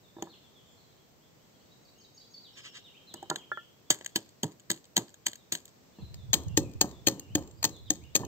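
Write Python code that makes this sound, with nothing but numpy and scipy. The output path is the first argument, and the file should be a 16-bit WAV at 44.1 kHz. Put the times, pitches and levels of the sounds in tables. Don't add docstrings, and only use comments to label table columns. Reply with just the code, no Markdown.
import sys
import numpy as np
from scipy import signal
from scipy.fft import rfft, irfft
from scipy.io import wavfile
from scipy.ndimage import uniform_filter1d

SR = 44100
rng = np.random.default_rng(int(sys.argv[2]) if len(sys.argv) > 2 else 0)


def transcribe(signal):
    frames = np.atleast_2d(signal).T
    limited = np.clip(frames, -1, 1)
    pcm = np.round(limited * 32767).astype(np.int16)
    wavfile.write(sys.argv[1], SR, pcm)


N = 364707
TIME = np.arange(N) / SR
MOVE_S = 5.98

# (frequency [Hz], gain [dB])
GARDEN_EQ = [(15, -59), (25, -24), (120, -1), (315, -7), (453, -7.5), (523, -9), (751, -13.5),
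             (1550, -21.5), (1790, -21), (3280, -24), (4270, -22.5), (7260, -24), (8000, -25),
             (10400, -58.5), (17600, -120)]
# (start [s], end [s], spacing [s], note length [s],
# first pitch [Hz], last pitch [Hz], fall per note [octaves], level [dB])
BIRD_RUNS = [(0.027, .75, .125, 0.083, 3530, 3440, 0.23, -66.5),
             (2.439, 2.87, 0.1, .055, 3454, 3306, 0.57, -56.5),
             (2.53, 2.75, 0.074, 0.0276, 5510, 5460, 0.075, -60.5),
             (6.001, 6.75, 0.15, 0.089, 4010, 2507, .2, -62.5),
             (6.92, 7.28, 0.13, 0.0904, 3530, 2800, 0.12, -66.5)]
# (time into it [s], pitch [Hz], gain [dB])
WARBLER_SYLLABLE = [(0, 4480, -19), (0.041, 5300, -29), (.05, 6600, -2.5), (0.064, 6570, -22),
                    (0.081, 4570, 5), (0.108, 4250, -11), (.113, 3850, 5.5), (0.132, 4120, -16),
                    (.147, 3950, -23)]
# (time [s], length [s], middle pitch [Hz], fall [octaves], level [dB])
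BIRD_NOTES = [(0.294, 0.056, 3680, 0.8, -58), (2.939, 0.048, 2906, -0.53, -55),
              (3.069, 0.062, 3800, 0.48, -54), (3.152, 0.046, 3113, -.15, -54.5),
              (3.368, 0.067, 2976, .6, -57), (3.518, 0.1, 3150, .4, -57.5),
              (7.711, 0.063, 3840, .25, -53.5), (7.855, .036, 3690, .3, -55.5),
              (8.013, 0.046, 2660, -0.55, -59.5), (8.225, 0.037, 2870, 0.5, -62)]
# (time [s], length [s], pitch [Hz], level [dB])
INSECT_TRILLS = [(0.628, 0.17, 7260, -73), (7.336, .28, 7430, -74)]
# (time [s], peak [dB], low-pass [Hz], table share [dB])
KNOCKS = [(.166, -39.5, 695, -11), (0.184, -41.5, 900, 5), (0.223, -28, 870, -8.5), (.271, -43.5, 1400, 2),
          (3.142, -39.5, 1170, 0.5), (3.227, -34, 1600, -5), (3.299, -31, 1200, 6), (3.312, -23, 1490, -4),
          (5.985, -40.5, 600, 11.5), (8.197, -32, 550, 15.5), (8.233, -34, 700, 1)]
# (base frequency [Hz], level [dB], base t60 [s])
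BOARD_MODES = [(336, 0, 0.095), (467, -11, 0.046), (602, -9.5, 0.14), (803, -3, 0.076), (959, -0.5, 0.057),
               (1410, -5.5, 0.039), (1710, -16.5, .06), (1750, -0.5, .06)]
# (base frequency [Hz], level [dB], t60 [s])
TABLE_MODES = [(122.6, -14.5, 0.14), (161.5, -11, 0.086), (227.7, -5.5, 0.042)]
# (frequency [Hz], gain [dB])
SLAT_EQ = [(60, -20.5), (150, 0.5), (220, -2), (310, 4), (430, -1.5), (650, -8), (1000, -5.5),
           (1500, -12.5), (5000, -32.5)]
# (time [s], level [dB], treble tilt [dB/octave])
SNAPS = [(0.2244, -34, 0), (3.141, -34.5, 0.5), (3.229, -47.5, -1), (3.3011, -24.5, -2),
         (3.36, -29.5, -2.5), (3.946, -36.5, 0), (4.012, -45.5, -8.5), (4.047, -38.5, 0), (4.0627, -28, -1),
         (5.143, -46, -0.5), (5.333, -38.5, -2), (5.357, -43, 2.5), (5.6556, -43, 7.5), (6.144, -42, 0),
         (7.197, -37.5, 6), (7.630, -22, 1), (8.251, -43, 3)]
# (time [s], crack [dB], rise [ms], decay [ms],
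# thud [dB], thud low-pass [Hz], landing delay [ms], landing crack [dB], landing thud [dB])
BLOWS = [(3.9046, -15.5, 0.98, 6.3, -21.5, 2200, 6.7, -35, -47),
         (4.160, -20.5, 1.84, 4.6, -27, 600, 14, -49.5, -39.5),
         (4.4338, -24.5, 1.23, 0.81, -22.5, 280, 7.7, -34, -27.5),
         (4.7036, -20.5, 1.43, 2.3, -30, 540, 11.4, -24, -36.5),
         (4.968, -17, 1.6, 1.5, -29, 1000, 9.2, -21.5, -23.5),
         (5.268, -21.5, 2.37, 1.4, -36.5, 1500, 15, -34, -48),
         (5.523, -25.5, 1.03, 9.8, -37.5, 352, 29.3, -28.5, -45.5),
         (6.3329, -15, 0.67, 1.3, -29.5, 1100, 7.3, -13, -27.5),
         (6.575, -16.5, 1.6, 3.2, -17.5, 348, 6, -31, -36.5),
         (6.813, -14, 0.97, 3.5, -22, 747, 30.3, -52, -27),
         (7.072, -15.5, 1.6, 3.6, -21, 325, 12, -17, -27.5),
         (7.3545, -18.5, 1.4, 1.4, -20.5, 420, 24, -56.5, -32),
         (7.643, -16.5, 1.08, 1.1, -26.5, 602, 7.9, -16.5, -32),
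         (7.905, -17, 0.98, 0.75, -26, 390, 8, -36, -43),
         (8.155, -17, 1.6, 1.8, -28.5, 1100, 7.2, -17, -32)]
# (tilt [dB/octave], pitch [x], table share [dB], ring time [x], chatter [s])
FRONT_BLOW = (0, .98, 2, 0.63, .033)
ABOVE_BLOW = (1.6, .91, 0, 1.07, .065)
# (frequency [Hz], width [Hz], level against the direct crunch [dB])
BOWL_RESONANCES = [(3810, 58, -18.5), (6580, 230, -5.5), (7500, 990, -3.5)]
# (frequency [Hz], gain [dB])
FRONT_CRUNCH_EQ = [(50, -41.5), (200, -16), (820, -11), (1250, -16), (1750, -2), (2400, -5.5), (3200, -2.5),
                   (4400, 0.5), (5400, -11), (6500, -1), (7600, -1.5), (8400, -8), (12000, -18.5),
                   (15500, -22.5)]
ABOVE_CRUNCH_EQ = [(50, -50), (400, 0), (850, -10), (1400, -12), (1800, -4.5), (2300, -11.5), (3000, -4),
                   (4100, -1.5), (5400, -8), (6600, 0), (7700, -7), (8400, -12), (12000, -16),
                   (15500, -20.5)]
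# (time [s], half length [s], level [dB])
BRUSHES = [(2.588, 0.021, -52), (2.663, 0.026, -51), (2.766, 0.024, -50.5)]
# (frequency [Hz], gain [dB])
SLEEVE_EQ = [(400, -22), (1100, 1.5), (2500, 10), (4500, 4.5), (7500, 2.5), (9000, -15), (15000, -36)]
# (time [s], peak [dB])
CLINKS = [(3.312, -31), (3.5168, -23.5), (3.5737, -30.5)]
# (frequency [Hz], level [dB], t60 [s])
WALL_MODES = [(358, -26.5, 0.097), (610, -18, 0.047), (828, -18, 0.038), (1383, -0.5, 0.085),
              (1760, -10.5, 0.098), (1774, -9, 0.044), (2820, -38, 0.041)]
# (time [s], level [dB])
BREEZE_RIDE = [(5.98, -68), (6.0, -54), (6.64, -45.5), (6.74, -63), (6.81, -46.5), (6.99, -61.5),
               (7.08, -51), (7.16, -65), (7.41, -43.5), (7.43, -58), (8.1, -56.5), (8.27, -46.5)]
# (time [s], level [dB])
PUFFS = [(6.026, -37.5), (6.3, -45), (6.469, -34), (6.505, -43.5), (6.643, -45), (6.755, -36),
         (7.307, -41.5)]
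# (frequency [Hz], gain [dB])
BUFFET_EQ = [(25, -7), (50, -63), (70, 7), (115, 7), (190, -6), (300, -27), (600, -31), (1500, -52),
             (5000, -104)]
# (frequency [Hz], left minus right [dB])
FRONT_PAN = [(400, -1.5), (3000, -1), (5500, -1.5), (6400, 5), (7700, 3), (8600, -9), (12000, -7),
             (13200, -7), (15500, -8)]
ABOVE_PAN = [(400, -0.5), (1500, 2), (2500, 5), (4300, 8.5), (5800, 3.5), (6800, 4), (7750, 11.5),
             (8300, -13), (12000, 0.5), (15500, 5)]
# (frequency [Hz], gain [dB])
PHONE_EQ = [(8400, 2.5), (8800, -10), (9900, -18), (11200, -16.5), (11700, 7), (15600, 9), (16200, -32.5)]


def undb(db):
    return 10 ** (np.asarray(db) / 20)


def unit(x):
    return x / np.sqrt(np.mean(x ** 2))


def add(track, s, sound):
    i = max(int(s * SR), 0)
    part = sound[:max(N - i, 0)]
    track[i:i + len(part)] += part


def butter(x, hz, kind, order=2):
    return signal.sosfilt(signal.butter(order, hz, kind, fs=SR, output="sos"), x)


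def colour(x, points, size=8192):
    hz, db = np.transpose(points)
    bins_hz = np.maximum(np.arange(size // 2 + 1) * SR / size, 1)
    cepstrum = irfft(np.log(undb(np.interp(np.log(bins_hz), np.log(hz), db))))
    cepstrum[1:size // 2] *= 2
    cepstrum[size // 2 + 1:] = 0
    return signal.fftconvolve(x, irfft(np.exp(rfft(cepstrum))))[:N]


def shaped(x, points):
    return colour(x, points) / np.linalg.norm(colour(np.ones(1), points))


def drift(rate_hz):
    hold = int(SR / rate_hz)
    steps = np.repeat(rng.standard_normal(N // hold + 1), hold)
    return unit(uniform_filter1d(steps, hold)[:N])


def reverb(x, t60):
    t = TIME[:SR]
    tail = rng.standard_normal(SR) * undb(-60 * t / t60) * (1 - np.exp(-t / .004))
    return signal.fftconvolve(x, tail / np.linalg.norm(tail))[:N]


def garden_bed(hush_db=-66, hiss_db=-76):
    level = undb(hush_db + .7 * drift(3))
    mid, side = (shaped(rng.standard_normal(N), GARDEN_EQ) * level for _ in range(2))
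    side = colour(side, [(60, 0.5), (200, -5.5), (600, -1), (1500, 0.5)])
    hiss = undb(hiss_db) * rng.standard_normal((2, N))
    return np.array([mid + side, mid - side]) + hiss


def whistle(hz):
    return np.sqrt(2) * np.sin(2 * np.pi * np.cumsum(hz) / SR)


def bird_note(length, hz, fall, arch=.11, quaver=.022):
    u = np.linspace(-1, 1, int(length * SR))
    waver = 1 + quaver * np.interp(TIME[:len(u)], np.arange(64) / 140, rng.standard_normal(64))
    return np.sqrt(1 - u ** 2) * whistle(hz * waver * 2 ** (-fall * u / 2 - arch * u ** 2))


def songbirds(chirp_count=45, chirp_db=-72, chirp_hz=3590):
    out = np.zeros(N)
    for start, end, period, length, first_hz, last_hz, fall, db in BIRD_RUNS:
        times = np.arange(start, end, period)
        for s, hz in zip(times, np.geomspace(first_hz, last_hz, len(times))):
            detune = 2 ** (.03 * rng.standard_normal())
            add(out, s, undb(db) * bird_note(length, hz * detune, fall, arch=0))
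    for when, (high, fall) in zip(rng.random(chirp_count), rng.standard_normal((chirp_count, 2))):
        chirp = bird_note(length=0.082, hz=chirp_hz * 2 ** (.25 * high), fall=0.29 * fall)
        add(out, when * N / SR, undb(chirp_db) * chirp)
    for s, length, hz, fall, db in BIRD_NOTES:
        add(out, s, undb(db) * bird_note(length, hz, fall))
    return out


def warbler(start_s=1.447, end_s=2.35, period_s=.163, full_db=-55.5, full_s=2.025, swell_db_per_s=35):
    out = np.zeros(N)
    at, hz, db = np.transpose(WARBLER_SYLLABLE)
    t = TIME[:int(at[-1] * SR)]
    for s in np.arange(start_s, end_s, period_s):
        song_db = full_db - swell_db_per_s * max(full_s - s, 0)
        pitch = np.interp(t, at, hz) * (1 + 0.0089 * rng.standard_normal())
        add(out, s, whistle(pitch) * undb(song_db + np.interp(t, at, db)))
    return out


def far_off(x, direct_db=-5, echo_db=-1.5, echo_s=0.63):
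    fluttered = x * undb(3 * drift(70) - 1)
    echoes = np.array([reverb(fluttered, echo_s) for _ in range(2)])
    return undb(direct_db) * fluttered + undb(echo_db) * echoes


def ring(modes, pitch, spread_db, length=1):
    hz, db, t60 = np.transpose(modes)[:, :, None]
    t = TIME[:SR // 3]
    weight, detune = rng.standard_normal((2, len(modes), 1))
    sign = (-1) ** np.arange(len(modes))[:, None]
    fade = np.exp(-np.log(1000) * t / (t60 * length))
    partials = np.sin(2 * np.pi * hz * pitch * (1 + 0.01013 * detune) * t)
    return np.sum(sign * undb(db + spread_db * weight) * fade * partials, axis=0)


def thud(db, lowpass_hz, pitch, table_db, length, chatter_s, chatter_db=-11):
    board = ring(BOARD_MODES, pitch, spread_db=3.5, length=length)
    size = len(board)
    chatter = unit(colour(rng.standard_normal(size), SLAT_EQ)[:size]) * np.exp(-TIME[:size] / chatter_s)
    table = ring(TABLE_MODES, pitch=0.95, spread_db=3.0) + undb(chatter_db) * chatter
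    body = butter(board + undb(table_db) * table, lowpass_hz, "low")
    body = butter(body, 90, "high", order=3)
    return undb(db) * body / np.abs(body).max()


def knocks(lead_s=.001, landing_hz=750, shake_db=4):
    out = np.zeros(N)
    for s, _, _, _, db, lowpass_hz, landing_ms, _, landing_db in BLOWS:
        _, pitch, table_db, length, chatter_s = perspective(s)
        strike = thud(db, lowpass_hz, pitch, table_db - shake_db, length, chatter_s)
        landing = thud(landing_db, landing_hz, pitch, table_db + shake_db, length, chatter_s)
        add(out, s - lead_s, strike)
        add(out, s - lead_s + landing_ms / 1000, landing)
    for s, db, lowpass_hz, table_db in KNOCKS:
        add(out, s, thud(db, lowpass_hz, pitch=0.999, table_db=table_db, length=0.69, chatter_s=0.052))
    return out


def perspective(s):
    return ABOVE_BLOW if s > MOVE_S else FRONT_BLOW


def fractures(size, per_s, spread_db):
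    strength = undb(spread_db * np.minimum(rng.exponential(size=size), 4))
    return unit(strength * rng.standard_normal(size) * (rng.random(size) < per_s / SR))


def crunch(peak_s, db, rise_ms, decay_ms, tilt_db, patchy_db=1.13, trickle_db=-27, settle_db=-39):
    t = TIME[:SR // 4] - peak_s
    age = np.abs(t)
    bins_hz = np.arange(len(t) // 2 + 1) * SR / len(t)
    octave = np.log2(np.clip(bins_hz, 600, 16000) / 6000)
    patches = np.interp(octave, np.linspace(octave[0], octave[-1], 20), rng.standard_normal(20))
    attack = np.exp(-age * 1000 / rise_ms)
    release = np.exp(-(age * 1000 / decay_ms) ** 0.6 / 0.64)
    swell = np.where(t < 0, attack, release)
    avalanche = swell * fractures(len(t), per_s=30000, spread_db=1)
    avalanche *= np.linalg.norm(swell) / np.linalg.norm(avalanche)
    trickle = undb(trickle_db) * np.exp(-age / 0.022) * fractures(len(t), per_s=990, spread_db=2)
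    settle = undb(settle_db) * np.exp(-age / 0.026) * fractures(len(t), per_s=250, spread_db=3.5)
    burst = avalanche + (t > 0) * (trickle + settle)
    return undb(db) * irfft(rfft(burst) * undb(tilt_db * octave + patchy_db * patches), len(t))


def rusk(snap_rise_ms=0.93, snap_decay_ms=0.75, landing_decay_ms=2.3, crumbs=6, crumb_db=-55):
    out = np.zeros(N)
    cracks = [(s, db, snap_rise_ms, snap_decay_ms, tilt_db) for s, db, tilt_db in SNAPS]
    for s, db, rise_ms, decay_ms, _, _, landing_ms, landing_db, _ in BLOWS:
        tilt_db = perspective(s)[0]
        cracks.append((s, db, rise_ms, decay_ms, tilt_db))
        cracks.append((s + landing_ms / 1000, landing_db, snap_rise_ms, landing_decay_ms, tilt_db))
        for late, size in zip(rng.random(crumbs), rng.standard_normal(crumbs)):
            falls_s = s + .025 + .145 * late ** 2
            cracks.append((falls_s, crumb_db + 4 * size, snap_rise_ms, snap_decay_ms, tilt_db))
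    preroll_s = .02
    for s, *crack in cracks:
        add(out, s - preroll_s, crunch(preroll_s, *crack))
    return out


def bowl(x):
    return x + sum(undb(db) * signal.lfilter(*signal.iirpeak(hz, hz / width, fs=SR), x)
                   for hz, width, db in BOWL_RESONANCES)


def insect():
    out = np.zeros(N)
    for s, length, hz, db in INSECT_TRILLS:
        swell = np.sin(np.linspace(0, np.pi, int(length * SR)))
        jitter = 1 + 0.004 * drift(221)[:len(swell)]
        add(out, s, undb(db) * swell * whistle(hz * jitter))
    return out


def sleeve():
    swell = sum(undb(db) * np.exp(-((TIME - s) / half) ** 2) for s, half, db in BRUSHES)
    return shaped(swell * fractures(N, per_s=15000, spread_db=1), SLEEVE_EQ)


def clinks():
    out = np.zeros(N)
    for s, db in CLINKS:
        body = butter(ring(WALL_MODES, pitch=1, spread_db=1.5), 160, "high")
        add(out, s, undb(db) * body / np.abs(body).max())
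    return out


def breeze(trim_db=1, eddy_db=4, puff_s=0.0071):
    ride_db = np.interp(TIME, *np.transpose(BREEZE_RIDE)) + trim_db
    eddies = undb(ride_db + eddy_db * np.tanh(drift(35))) * (TIME > MOVE_S)
    puffs = sum(undb(db) * np.exp(-((TIME - s) / puff_s) ** 2) for s, db in PUFFS)
    return np.array([shaped((eddies + puffs) * rng.standard_normal(N), BUFFET_EQ) * undb(port_db)
                     for port_db in (0, 3)])


def ports(x, pan, lag_samples, yard_db=-26, yard_s=0.39, dishes_db=-12, dishes_s=0.0088):
    hz, db = np.transpose(pan)
    left = np.roll(colour(x, np.c_[hz, db / 2]), lag_samples)
    right = colour(x, np.c_[hz, -db / 2])
    dish_eq = [(300, -21), (1500, 10)]
    return np.array([port + undb(dishes_db) * reverb(colour(port, dish_eq), dishes_s)
                     + undb(yard_db) * reverb(port, yard_s) for port in (left, right)])


def scene():
    brittle = bowl(rusk())
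    foley = knocks() + clinks() + sleeve()
    close = TIME > MOVE_S
    front = shaped(brittle * ~close, FRONT_CRUNCH_EQ) + foley * ~close
    above = shaped(brittle * close, ABOVE_CRUNCH_EQ) + foley * close
    table = ports(front, FRONT_PAN, lag_samples=6) + ports(above, ABOVE_PAN, lag_samples=-5)
    wildlife = far_off(warbler() + songbirds() + insect())
    return table + wildlife + garden_bed() + breeze()


def record(dry, top_hz=16900):
    coloured = np.array([colour(channel, PHONE_EQ) for channel in dry])
    return signal.sosfilt(signal.ellip(8, .2, 70, top_hz, fs=SR, output="sos"), coloured)


dry = scene()
out = record(dry)
transcribe(out)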